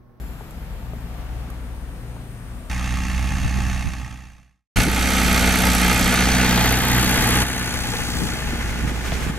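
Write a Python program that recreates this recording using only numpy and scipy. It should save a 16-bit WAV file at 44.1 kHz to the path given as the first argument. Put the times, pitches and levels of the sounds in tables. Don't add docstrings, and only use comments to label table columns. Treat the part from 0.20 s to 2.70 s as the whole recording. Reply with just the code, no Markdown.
import sys
import numpy as np
from scipy import signal
from scipy.io import wavfile
from scipy.ndimage import uniform_filter1d, map_coordinates

SR = 44100
rng = np.random.default_rng(int(sys.argv[2]) if len(sys.argv) > 2 else 0)


def gain_from_db(level_db):
    decades = np.asarray(level_db, float) / 20
    return 10 ** decades


def waveform_to_disk(signal):
    frames = np.transpose(np.atleast_2d(signal))
    scaled = np.clip(frames, -1, 1) * 32767
    samples = np.round(scaled).astype(np.int16)
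    wavfile.write(sys.argv[1], SR, samples)


N = 110161
AIR_DB = -46.5


def level(x, db):
    return x * gain_from_db(db) / np.sqrt(np.mean(x ** 2))


def read(table, hz):
    table = np.array(table)
    return np.interp(np.log(hz), np.log(table[:, 0]), table[:, 1])


def band(x, hz, width_hz):
    edges = [hz - width_hz / 2, min(hz + width_hz / 2, 0.49 * SR)]
    return signal.sosfilt(signal.butter(2, edges, "band", fs=SR, output="sos"), x)


def walk(rate_hz):
    hold = int(SR / rate_hz)
    steps = np.repeat(rng.standard_normal(N // 400), hold)[:N + hold]
    slewed = uniform_filter1d(uniform_filter1d(steps, hold), hold)
    return 1.3 * slewed[:N]


def pan(left_minus_right_db):
    return gain_from_db(np.array([[left_minus_right_db], [-left_minus_right_db]]) / 2)


def partly_alike(a, b, likeness):
    return np.array([a, likeness * a + np.sqrt(1 - likeness ** 2) * b])


def delayed(x, lag_s):
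    return map_coordinates(x, [np.arange(N) - lag_s * SR], mode="mirror")


def rush(spectrum, db, swell_db, flicker_db, rate_hz, focus=1):
    # pitch_hz, likeness (0-1)
    alike = [(60, 0.87), (130, 1), (290, 0.94), (640, 0.74), (1410, 1), (3100, 0), (6800, 0.44),
             (15000, .02)]
    # pitch_hz, left_minus_right_db
    lean = [(60, 6.5), (200, 1), (380, 2), (700, 8), (1290, 7), (2380, -0.8), (4400, 0.9), (15000, 2.7)]
    out = 0
    swell = walk(rate_hz / 2)
    lowest_hz, highest_hz = spectrum[0][0], spectrum[-1][0]
    for hz in lowest_hz * 2 ** np.arange(0, np.log2(highest_hz / lowest_hz), 1 / 3):
        a, b = band(rng.standard_normal((2, N)), hz, hz / 4)
        likeness = np.clip(read(alike, hz), 0, 1) ** focus
        gain = gain_from_db(read(spectrum, hz) + swell_db * swell + flicker_db * walk(rate_hz))
        out = out + gain * pan(read(lean, hz)) * partly_alike(a, b, likeness)
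    return level(out, db)


def tone(hz, db, wander):
    turns = rng.random() + np.cumsum(hz * (1 + wander * walk(3.02))) / SR
    return np.sqrt(2) * gain_from_db(db) * np.sin(2 * np.pi * turns)


def motors(fan_db, buzz_db):
    # pitch_hz, level_db, waver_db
    hums = [(41.6, -39.5, 2.5), (51.1, -44.5, -8), (76, -45.5, -3), (99.9, -61.5, -8), (144.7, -51, -4),
            (170, -53, 3), (178, -54, 3), (237, -56, 3.5), (28.5, -59, -13)]
    out = tone(60.6, fan_db + 0.7, 0.0053) + tone(118.6, buzz_db - 0.4, 0.0046)
    for hz, db, waver_db in hums:
        out = out + tone(hz, db + waver_db * walk(5.26), 0.00602)
    return pan(1.6) * out


def rumble():
    # pitch_hz, level_db (per Hz)
    rumble_spectrum = [(20, -10), (32, -13.5), (50, -1.5), (80, -3), (130, -4), (250, -8.5), (330, -16.5),
                       (600, -34)]
    return rush(rumble_spectrum, -39.5, 0.29, 1.55, 5.83)


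def stream():
    # pitch_hz, level_db (per Hz)
    air_spectrum = [(200, -1), (400, -1.5), (720, -5), (950, -8.5), (1500, -7), (2500, -12.5),
                    (4500, -21.5), (8000, -25)]
    return rush(air_spectrum, AIR_DB, 0.8, 1.1, 11.75)


def case():
    # pitch_hz, width_hz, level_db (against the stream)
    resonances = [(509, 49, -15), (723.6, 75, -13), (904, 34, -19.5), (1160, 45, -19), (1737, 75, -26.5)]
    out = 0
    for hz, width_hz, db in resonances:
        blown = band(rng.standard_normal(N), hz, width_hz)
        out = out + level(blown, AIR_DB + db + 3.5 * walk(4.68))
    return pan(3.7) * out


def draught(near_db):
    # pitch_hz, level_db (per Hz)
    draught_spectrum = [(350, -11.5), (700, -2.5), (1200, -8.5), (2200, -11), (4500, -20.5), (7000, -25)]
    steady_db, lead_s = -49, 0.00022
    gain = np.sqrt(np.clip(gain_from_db(near_db) ** 2 - gain_from_db(steady_db) ** 2, 0, None))
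    left, right = gain * rush(draught_spectrum, 1.5, 0.57, 0.95, 11.97, focus=0.43)
    return np.array([delayed(left, lead_s), right])


def hiss(near_db):
    # pitch_hz, level_db (per Hz)
    hiss_spectrum = [(2500, -2), (5000, -7.5), (8000, -5.5), (10500, -5), (13000, -3.5), (14500, -7),
                     (16000, -10)]
    nearness = gain_from_db(0.29 * (near_db - near_db.mean()))
    return nearness * rush(hiss_spectrum, -56, 0.35, 0.6, 56)


def bearing(t):
    # pitch_hz, width_hz, level_db (loudest), left_minus_right_db
    sizzle = [(9070, 720, -63.5, 12), (8240, 260, -69.5, 15), (12100, 400, -66, -17),
              (11200, 1700, -67, 19), (13430, 300, -62, 4), (11740, 300, -67, 1), (12600, 380, -67, 6),
              (9550, 390, -68, 14), (12900, 200, -71, 2.5)]
    # facing_s, early_db (fall one second before), late_db (one second after)
    facing = [(2.22, 1.5, -1), (2.2, 23, 0), (0.34, 14, 50), (.1, 8, 40), (0.89, 30, 60), (1.5, 5, -5),
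              (.42, 113, 150), (2.4, 16, 3), (.9, 32, 8)]
    grit_per_s, grit_spread_db, grit_shared = 5000, 3, 0.75
    throb_hz, throb_depth = 100, 0.25
    out = 0
    for (hz, width_hz, db, lean_db), (at, early_db, late_db) in zip(sizzle, facing):
        chance, side = rng.random((2, 2, N))
        size = gain_from_db(grit_spread_db * np.minimum(rng.exponential(size=(2, N)), 4))
        grit = (chance < grit_per_s / SR) * np.sign(side - 0.5) * size
        a, b = band(grit, hz, width_hz)
        turns = np.cumsum(throb_hz * (1 + 0.18 * walk(3.3))) / SR
        throb = 1 + throb_depth * np.sin(2 * np.pi * turns)
        aim_db = -np.where(t < at, early_db, late_db) * (t - at) ** 2 + 0.5 * walk(25.12)
        ringing = level(partly_alike(a, b, grit_shared), db)
        out = out + ringing * throb * gain_from_db(aim_db) * pan(lean_db)
    return out


def coils():
    # pitch_hz, level_db
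    whines = [(7422, -80.5), (8091, -94), (12144, -73)]
    return pan(4.4) * sum(tone(hz, db + 5 * walk(4.25), 0.0022) for hz, db in whines)


def ring(t, at, modes, push_s):
    age = np.clip(t - at, 0, None)
    rise = np.clip(age / push_s, 0, 1)
    fall = np.clip(age - push_s, 0, None)
    return rise * sum(gain_from_db(db - 60 * fall / t60) * np.sin(2 * np.pi * hz * age) for hz, db, t60 in modes)


def knocks(t):
    # start_s, level_db, low_ring_hz, high_ring_hz, high_ring_db
    hand_knocks = [
        (0.2083, -32.5, 420, 850, -3),
        (0.7347, -32, 413, 620, 2.5),
        (1.965, -41.5, 440, 910, 3.5),
    ]
    t60_s = 0.026
    out = 0
    for at, db, low_hz, high_hz, high_db in hand_knocks:
        noise = band(band(rng.standard_normal(N), 810, 670), 750, 840)
        thud = level(noise, -7) * (t > at) * gain_from_db(-60 * np.abs(t - at) / t60_s)
        modes = [(low_hz, -0.5, t60_s * 1.7), (high_hz, high_db, t60_s)]
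        out = out + gain_from_db(db) * pan(5.5) * (thud + ring(t, at, modes, 0.00084))
    return out


def ticks(t):
    # start_s, level_db, left_minus_right_db, probe_ring_hz, thump_db
    probe_ticks = [
        (0.308, -46.5, 8.5, 7400, 4),
        (1.3009, -42, -6, 9100, 5.5),
    ]
    # pitch_hz, level_db, t60_s
    tick_modes = [(11450, -2, .012), (11530, 4, 0.015), (12100, -3, .016), (6700, -18, 0.015)]
    scrape_s = 0.0073
    out = 0
    for at, db, lean_db, probe_hz, thump_db in probe_ticks:
        burst = (t > at) * np.exp(-((t - at - scrape_s / 3) / scrape_s * 2) ** 2)
        scrape = band(rng.standard_normal((2, N)), 9500, 7500) * burst
        modes = [*tick_modes, (probe_hz, -2.5, 0.014), (1220, thump_db, 0.015)]
        out = out + gain_from_db(db) * pan(lean_db) * (ring(t, at, modes, 0.0011) + gain_from_db(-1) * scrape)
    return out


def scene():
    # (motor buzz near 118.6 Hz, likewise)
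    level_course = [(0.0, -48, -37, -41.5), (0.09, -47.5, -32, -56), (0.26, -48, -72, -42.5),
                    (0.37, -47.5, -34.5, -82), (0.57, -47, -38, -52), (0.65, -46.5, -34.5, -39),
                    (0.92, -46, -34.5, -41), (0.99, -44.5, -35.5, -46.5), (1.12, -45.5, -30.5, -39),
                    (1.67, -47.5, -36, -52.5), (1.83, -48, -43.5, -38), (1.92, -48, -33, -40),
                    (2.22, -48, -54, -38), (2.27, -47.5, -46, -54), (2.31, -47.5, -30, -38.5),
                    (2.5, -48.5, -62, -49)]
    t = np.arange(N) / SR
    course_s, *heard_db = np.array(level_course).T
    near_db, fan_db, buzz_db = (np.interp(t, course_s, db) for db in heard_db)
    air = stream() + case() + draught(near_db) + hiss(near_db)
    return motors(fan_db, buzz_db) + rumble() + air + bearing(t) + coils() + knocks(t) + ticks(t)


def band_limit(x):
    return signal.sosfilt(signal.butter(12, 15720, fs=SR, output="sos"), x)


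def record(dry):
    right = delayed(dry[1], 0.0001323)
    right = signal.lfilter(*signal.butter(1, 34.4, "high", fs=SR), right)
    top_cut = signal.ellip(8, 0.2, 60, 15600, fs=SR, output="sos")
    both = signal.sosfilt(top_cut, [dry[0], right])
    return band_limit(both)


dry = scene()
out = record(dry)
waveform_to_disk(out)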